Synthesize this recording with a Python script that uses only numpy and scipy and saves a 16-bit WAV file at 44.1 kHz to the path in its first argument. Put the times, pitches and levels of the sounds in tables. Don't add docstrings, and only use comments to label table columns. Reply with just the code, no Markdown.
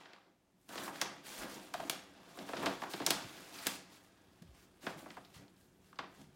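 import sys
import numpy as np
from scipy import signal
from scipy.fft import rfft, irfft, next_fast_len
from scipy.io import wavfile
from scipy.ndimage import uniform_filter1d

SR = 44100
rng = np.random.default_rng(int(sys.argv[2]) if len(sys.argv) > 2 else 0)


def unload_audio(sound):
    columns = np.transpose(np.atleast_2d(sound))
    steps = np.round(np.clip(columns, -1, 1) * 32767)
    wavfile.write(sys.argv[1], SR, steps.astype(np.int16))


N = 280035

BANDS = 25 * 2 ** (np.arange(20) / 2)
# start in seconds, level in dB, body, crack and fizz in dB (see
# paper_colour), panel pitch in Hz, spread in ms (more spread smears the snap out longer).
SNAPS = [(0.056, -63, -27, 0, -33, 1490, 2.5), (0.133, -69.5, 2, 9, -13, 2000, 2),
         (0.69, -62, 0, 3, 1, 690, 2.1), (0.755, -52, -4, -3, -10, 890, 2.47),
         (0.777, -50.5, -13, 4, -23, 700, 4.6), (0.879, -44, -26, -18, -17, 750, 2.95),
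         (0.957, -58.5, -22, 1, -15, 1750, 2.8), (1.0138, -38, -13, 0.5, -5, 5670, 4.3),
         (1.7385, -46.5, -19, -0.5, -7.5, 710, 2.94), (1.8, -49.5, -7.5, -9, -19, 900, 4.3),
         (1.8968, -43, -7.5, 4, 6, 2970, 1.6), (2.372, -53, -13, -21, -7, 556, 4.4),
         (2.388, -58, -1, 4.5, -14, 740, 2.3), (2.488, -47, -6.5, -16, -16, 530, 4.1),
         (2.533, -42.5, -7.5, -14.5, -30, 636, 2.8), (2.567, -53.5, -17, 6, -14, 1420, 4.5),
         (2.626, -41, -10, -18, -15, 990, 7), (2.659, -36.5, -5.5, -1.5, -14.5, 636, 4.9),
         (2.8188, -43.5, -10.5, -12.5, -20, 940, 3.26), (2.834, -45.5, -5.5, -9.5, -20, 930, 3.45),
         (2.9358, -50.5, 4, 7, -38, 830, 3.54), (3.0, -48.5, 5.5, -4, -28, 900, 4.3),
         (3.016, -48.5, 0, -7, -17.5, 835, 6.1), (3.064, -47, -5, 13.5, 12.5, 6000, 1.6),
         (3.068, -41.5, -4.5, -5, -20, 900, 6.9), (3.1052, -39.5, -3, 5.5, 6, 3950, 1.91),
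         (3.111, -45, -7, 0, -26, 1024, 6.5), (3.661, -53.5, 7.5, 7, -10, 1010, 3),
         (3.668, -44.5, -8, 8.5, 9.5, 1740, 2.6), (4.421, -73.5, 3, 6, 4, 530, 3),
         (4.866, -42, -2, -7.5, -34, 1640, 3.4), (5.059, -58.5, -2, -22, -20, 1400, 4.4),
         (5.1041, -60.5, -14, 3.5, -29, 2070, 1.9), (5.168, -55, -3.5, -14.5, -34, 1270, 6.5),
         (5.248, -79.5, -10, 16, -8, 3930, 2.9), (5.48, -79.5, -2, 5, -8, 4330, 2),
         (5.564, -88, -2.5, 10, -4, 4500, 2), (5.928, -62.5, -24, -13, -24, 1250, 3.6),
         (5.957, -80, 4, 11, -3, 1030, 3.3), (5.9878, -43, -11.5, -5, -31, 1120, 3.93)]


def undb(db):
    return 10 ** (np.asarray(db) / 20)


def unit(x):
    return x / np.sqrt(np.mean(x ** 2) + 1e-30)


def add(out, start, x):
    i = max(int(start * SR), 0)
    out[i:i + len(x)] += x[:len(out) - i]


def freqs(n):
    return np.maximum(np.fft.rfftfreq(n, 1 / SR), 1)


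def on_log(hz, table):
    f, value = np.transpose(table)
    return np.interp(np.log(hz), np.log(f), value)


def band(x, hz):
    n = next_fast_len(len(x), True)
    away = np.minimum(np.abs(2 * np.log2(freqs(n) / hz)), 1)
    window = 1 - away ** 2 * (3 - 2 * away)
    return unit(irfft(rfft(x, n) * window, n)[:len(x)])


def resonance(f, hz, width):
    return 1 / (1 + 1j * (f / hz - hz / f) * hz / width)


def walk(rate):
    position = np.arange(N) * rate / SR
    return np.interp(position, np.arange(2048), rng.standard_normal(2048))


def background(flicker_db=1, waver_db=2):
    # frequency in Hz, level in dB.
    air_levels = [(25, -103), (60, -91.5), (120, -85), (200, -84), (330, -86.5), (700, -84.5), (1500, -89),
                  (4000, -88.5), (9000, -91), (15000, -92)]
    # pitch in Hz, level in dB.
    hum_tones = [(183, -80), (274.5, -85.5), (366, -83.5)]
    # time in seconds, boost in dB.
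    swell = [(0, -6), (.6, 4.5), (1.5, 7.5), (4, 8), (6.35, 12)]
    t = np.arange(N) / SR
    swell_db = np.interp(t, *np.transpose(swell))
    noise = rng.standard_normal(N)
    air = sum(undb(on_log(hz, air_levels) + (hz < 500) * swell_db + flicker_db * walk(6))
              * band(noise, hz) for hz in BANDS)
    hum = sum(undb(db + swell_db + waver_db * walk(18)) * np.sin(2 * np.pi * hz * t)
              for hz, db in hum_tones)
    return (air + hum) / np.sqrt(2)


def kitchen(x, tail_db=-8.5, bass_boost_db=3, build_s=0.0031):
    # frequency in Hz, seconds to fade by 60 dB.
    ring_times = [(150, 0.35), (400, 0.19), (1040, 0.32), (2760, 0.39), (7280, 0.39), (15000, 0.17)]
    # delay in seconds, level in dB.
    echoes = [(.0035, -30.5), (0.0151, -22.5), (0.0248, -30)]
    # pitch in Hz, width in Hz, strength in dB.
    hollow_tones = [(152.7, 3.8, 1.5), (195, 12, -11), (283, 10.4, -0.5), (343, 28, -5), (687, 53, -3),
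                    (1620, 50, -6.5), (3320, 580, -13.5)]
    t = np.arange(2 ** 15) / SR
    noise = rng.standard_normal(len(t))
    tail = sum(np.sqrt(hz) * band(noise, hz) * undb(bass_boost_db / (1 + (hz / 450) ** 2))
               * undb(-60 * t / on_log(hz, ring_times)) for hz in BANDS)
    tail *= 1 - np.exp(-(t / build_s) ** 2)
    response = undb(tail_db) * tail / np.linalg.norm(tail)
    response[0] += 1
    for delay, db in echoes:
        response[int(delay * SR)] += undb(db)
    n = next_fast_len(N + len(t), True)
    hollow = 1 + sum(undb(db) * resonance(freqs(n), hz, width) for hz, width, db in hollow_tones)
    return irfft(rfft(x, n) * rfft(response, n) * hollow, n)[:N]


def bumps(rise_s=0.0055, width=1.03):
    # start in seconds, level in dB, pitch in Hz, seconds to fade by 60 dB.
    landings = [(1.385, -63, 38, 0.71), (3.114, -65, 68.7, 0.66), (3.242, -48.5, 124, 0.21),
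                (4.41, -51.5, 166, 0.26), (4.451, -57, 107, 0.25), (4.486, -57, 55, .45),
                (4.952, -49, 173, 0.13), (5.359, -52.5, 120, 0.23), (6.176, -56, 202, 0.48)]
    out, t = np.zeros(N), np.arange(SR // 2) / SR
    for start, db, hz, fade_s in landings:
        envelope = undb(-60 * t / fade_s) * (1 - np.exp(-t / rise_s))
        spectrum = rfft(rng.standard_normal(len(t)))
        rumble = envelope * irfft(spectrum * resonance(freqs(len(t)), hz, width * hz) ** 4)
        add(out, start, undb(db) * rumble * np.linalg.norm(envelope) / np.linalg.norm(rumble))
    return out


def paper_colour(hz, body_db, crack_db, fizz_db):
    colour_hz = [310, 1200, 4500, 11000]
    body, _, crack, fizz = (np.interp(np.log(hz), np.log(colour_hz), row) for row in np.eye(4))
    low_db = np.clip(20 * np.log2(hz / 205), -22, 0)
    top_db = -7 * max(np.log2(hz / colour_hz[-1]), 0)
    return body * body_db + crack * crack_db + fizz * fizz_db + low_db + top_db


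def stroke(t, start, rise, hold, release):
    return np.clip((t - start) / rise, 0, 1) * np.exp(-np.maximum(t - start - rise - hold, 0) / release)


def movements(t, settle_db=-13.5):
    # time in seconds, level in dB, fizz in dB.
    lean_rows = [(0, -68, -13), (.25, -81, -29), (.4, -101, -6), (.67, -90, -5), (.8, -62, -15),
                 (1.22, -68.5, -12), (1.6, -65.5, -4), (2.15, -69.5, -11.5), (2.7, -61.5, -5),
                 (3.3, -63, -17), (3.8, -69, -13), (4.1, -75, -8), (4.75, -79, -3.5), (5.1, -70, -3.5),
                 (5.55, -82.5, -1), (6.35, -79, -3)]
    # start, rise and hold in seconds, level and body in dB.
    shove_rows = [(0, 0.0026, .15, -65, -15.5), (0.253, .015, 0.018, -75.5, 2.5),
                  (0.681, 0.049, 0.14, -54, -2.5), (0.91, 0.049, 0.15, -57.5, -9),
                  (1.364, 0.046, 0.047, -53, -1.5), (1.506, 0.021, 0.049, -65.5, 9.5),
                  (1.78, 0.032, .09, -61.5, 5), (2.367, .025, 0.031, -61, 6), (2.504, 0.13, 0.055, -48, 0),
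                  (2.861, 0.034, .06, -68, -12), (3.104, 0.021, 0.078, -52, -10),
                  (3.658, .02, 0.1, -73.5, 10), (4.822, 0.015, 0.11, -59, 0), (4.97, 0.018, 0.12, -70, 6),
                  (5.378, 0.03, 0.049, -73.5, 7), (6.137, 0.047, .04, -71.5, 2)]
    # start, rise and hold in seconds, level and fizz in dB.
    slide_rows = [(0.556, 0.14, 0.075, -84, 9), (0.678, 0.05, 0.1, -63, 4.5), (0.807, 0.034, 0.017, -60, 8),
                  (0.916, .035, 0.06, -63.5, 0.5), (1.233, 0.04, 0.16, -58.5, 3),
                  (1.483, 0.022, 0.056, -60.5, 0.5), (1.61, 0.022, 0.027, -70.5, 3),
                  (1.736, 0.027, 0.12, -66.5, 1), (2.21, 0.19, 0.032, -68, 0.5),
                  (2.437, 0.035, 0.24, -64, -1.5), (2.794, 0.015, 0.023, -68.5, 3),
                  (2.892, .015, 0.026, -60, 5.5), (2.942, 0.022, 0.33, -65, 0),
                  (3.275, 0.038, 0.23, -66.5, 1.5), (3.528, 0.016, 0.12, -60, 1),
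                  (3.604, 0.038, 0.1, -59.5, 2.5), (3.877, 0.045, 0.05, -71.5, 1.5),
                  (4.015, 0.025, .02, -87, 12), (4.502, 0.077, 0.056, -76, 2),
                  (4.803, 0.027, 0.077, -64.5, 0), (4.969, 0.013, 0.0063, -66.5, 6),
                  (5.04, 0.045, .1, -79, -4), (5.31, 0.048, 0.011, -66, -3.5),
                  (5.539, 0.055, .05, -83.5, 7), (5.78, 0.085, 0.034, -80.5, 2.5),
                  (6.072, 0.13, .015, -73, 0.5)]
    when, *columns = np.transpose(lean_rows)
    lean_db, lean_fizz_db = (np.interp(t, when, column) for column in columns)
    leaning = [(undb(lean_db), (-0.5, -3, lean_fizz_db))]
    shoves = [(undb(db) * stroke(t, start, rise, hold, release=0.048), (body_db, -11.5, -26))
              for start, rise, hold, db, body_db in shove_rows]
    slides = [(undb(db) * stroke(t, start, rise, hold, release=0.032), (-9.5, 3, fizz_db))
              for start, rise, hold, db, fizz_db in slide_rows]
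    settling = [(undb(db + settle_db) * stroke(t, start, rise=0.014, hold=0.031, release=0.058),
                 (-4.5, crack_db - 6.5, fizz_db - 15.5))
                for start, db, _, crack_db, fizz_db, *_ in SNAPS]
    return leaning + shoves + slides + settling


def rustle(gain_db=-5, grain_db=4, crinkle_db=0.56, flicker_db=2,
           ticks_per_s=55, tick_size=0.3, tick_s=0.0015):
    t = np.arange(N) / SR
    coarse_t = t[::64]
    moves = movements(coarse_t)
    grains = rng.standard_normal(N)
    grains *= undb(grain_db * rng.standard_normal(N) + crinkle_db * walk(rate=260))
    ticks = (rng.random(N) < ticks_per_s / SR) * tick_size * (1 + rng.exponential(size=N))
    grains *= 1 + signal.lfilter([1], [1, -np.exp(-1 / (tick_s * SR))], ticks)
    out = np.zeros(N)
    for hz in BANDS[BANDS > 60]:
        power = sum((strength * undb(paper_colour(hz, *colour))) ** 2 for strength, colour in moves)
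        envelope = np.interp(t, coarse_t, np.sqrt(power))
        out += envelope * undb(gain_db + flicker_db * walk(rate=110)) * band(grains, hz)
    return out


def panel_pops(glide=0.285, rise_s=0.00042, flutter_depth=0.3, overtone_db=-12, overtone_ratio=1.7):
    # start in seconds, level in dB, first and last pitch in Hz, length in seconds.
    pops = [(0.879, -40, 1420, 700, 0.0052), (1.7418, -30.5, 1700, 715, 0.0041),
            (1.747, -38, 710, 653, 0.011), (1.798, -39, 1050, 596, 0.0105), (1.83, -41, 790, 660, 0.0081),
            (2.374, -48, 1010, 480, 0.0076), (2.8205, -47, 1430, 720, 0.0019), (5.06, -51, 1770, 469, .014),
            (5.168, -45.5, 1652, 606, 0.016), (5.929, -54.5, 1340, 1070, 0.0056)]
    out, t = np.zeros(N), np.arange(SR // 10) / SR
    for start, db, first_hz, last_hz, length in pops:
        pitch_hz = last_hz + (first_hz - last_hz) * np.exp(-t / (glide * length))
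        phase = 2 * np.pi * np.cumsum(pitch_hz) / SR
        envelope = (1 - np.exp(-t / rise_s)) * np.exp(-(t / length) ** 4)
        flutter = 1 + flutter_depth * unit(uniform_filter1d(rng.standard_normal(len(t)), size=40))
        overtone = undb(overtone_db) * np.exp(-t / length) * np.sin(overtone_ratio * phase)
        add(out, start, undb(db) * envelope * flutter * (np.sin(phase) + overtone))
    return out


def snap(body_db, crack_db, fizz_db, panel_hz, spread_ms,
         run=1.8, lag=1.2, ragged_db=4, evenness=0.42, fastest_hz=7000):
    t = np.arange(4096) / SR
    f, spread_s = freqs(len(t)), spread_ms / 1000
    slips = rng.standard_normal(len(t)) * undb(ragged_db * rng.standard_normal(len(t)))
    spectrum = rfft(slips * np.exp(-t / (run * spread_s)))
    spectrum /= np.abs(spectrum) ** evenness
    delay_s = lag * spread_s * np.sqrt(1000) * np.maximum(f ** -.5 - fastest_hz ** -.5, 0)
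    wave = irfft(spectrum * np.exp(-2j * np.pi * np.cumsum(delay_s) * SR / len(t)))
    wave = sum(undb(paper_colour(hz, body_db, crack_db, fizz_db)) * band(wave, hz)
               for hz in BANDS[BANDS > 60])
    wave = irfft(rfft(wave) * (1 + resonance(f, panel_hz, width=0.25 * panel_hz)))
    return wave * np.interp(t, [0, .0003, .05, .07], [0, 1, 1, 0])


def creases(rows, gain_db=-14):
    out = np.zeros(N)
    for start, db, *shape in rows:
        add(out, start, undb(db + gain_db) * snap(*shape))
    return out


def scene(fold_places=4):
    paper = [creases(SNAPS[k::fold_places]) for k in range(fold_places)] + [panel_pops(), rustle()]
    mono = sum(kitchen(sound) for sound in paper) + bumps() + background()
    return np.array([mono, mono])


def record(dry, top_hz=15900):
    return signal.sosfilt(signal.ellip(10, .1, 80, top_hz, fs=SR, output="sos"), dry)


dry = scene()
out = record(dry)
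unload_audio(out)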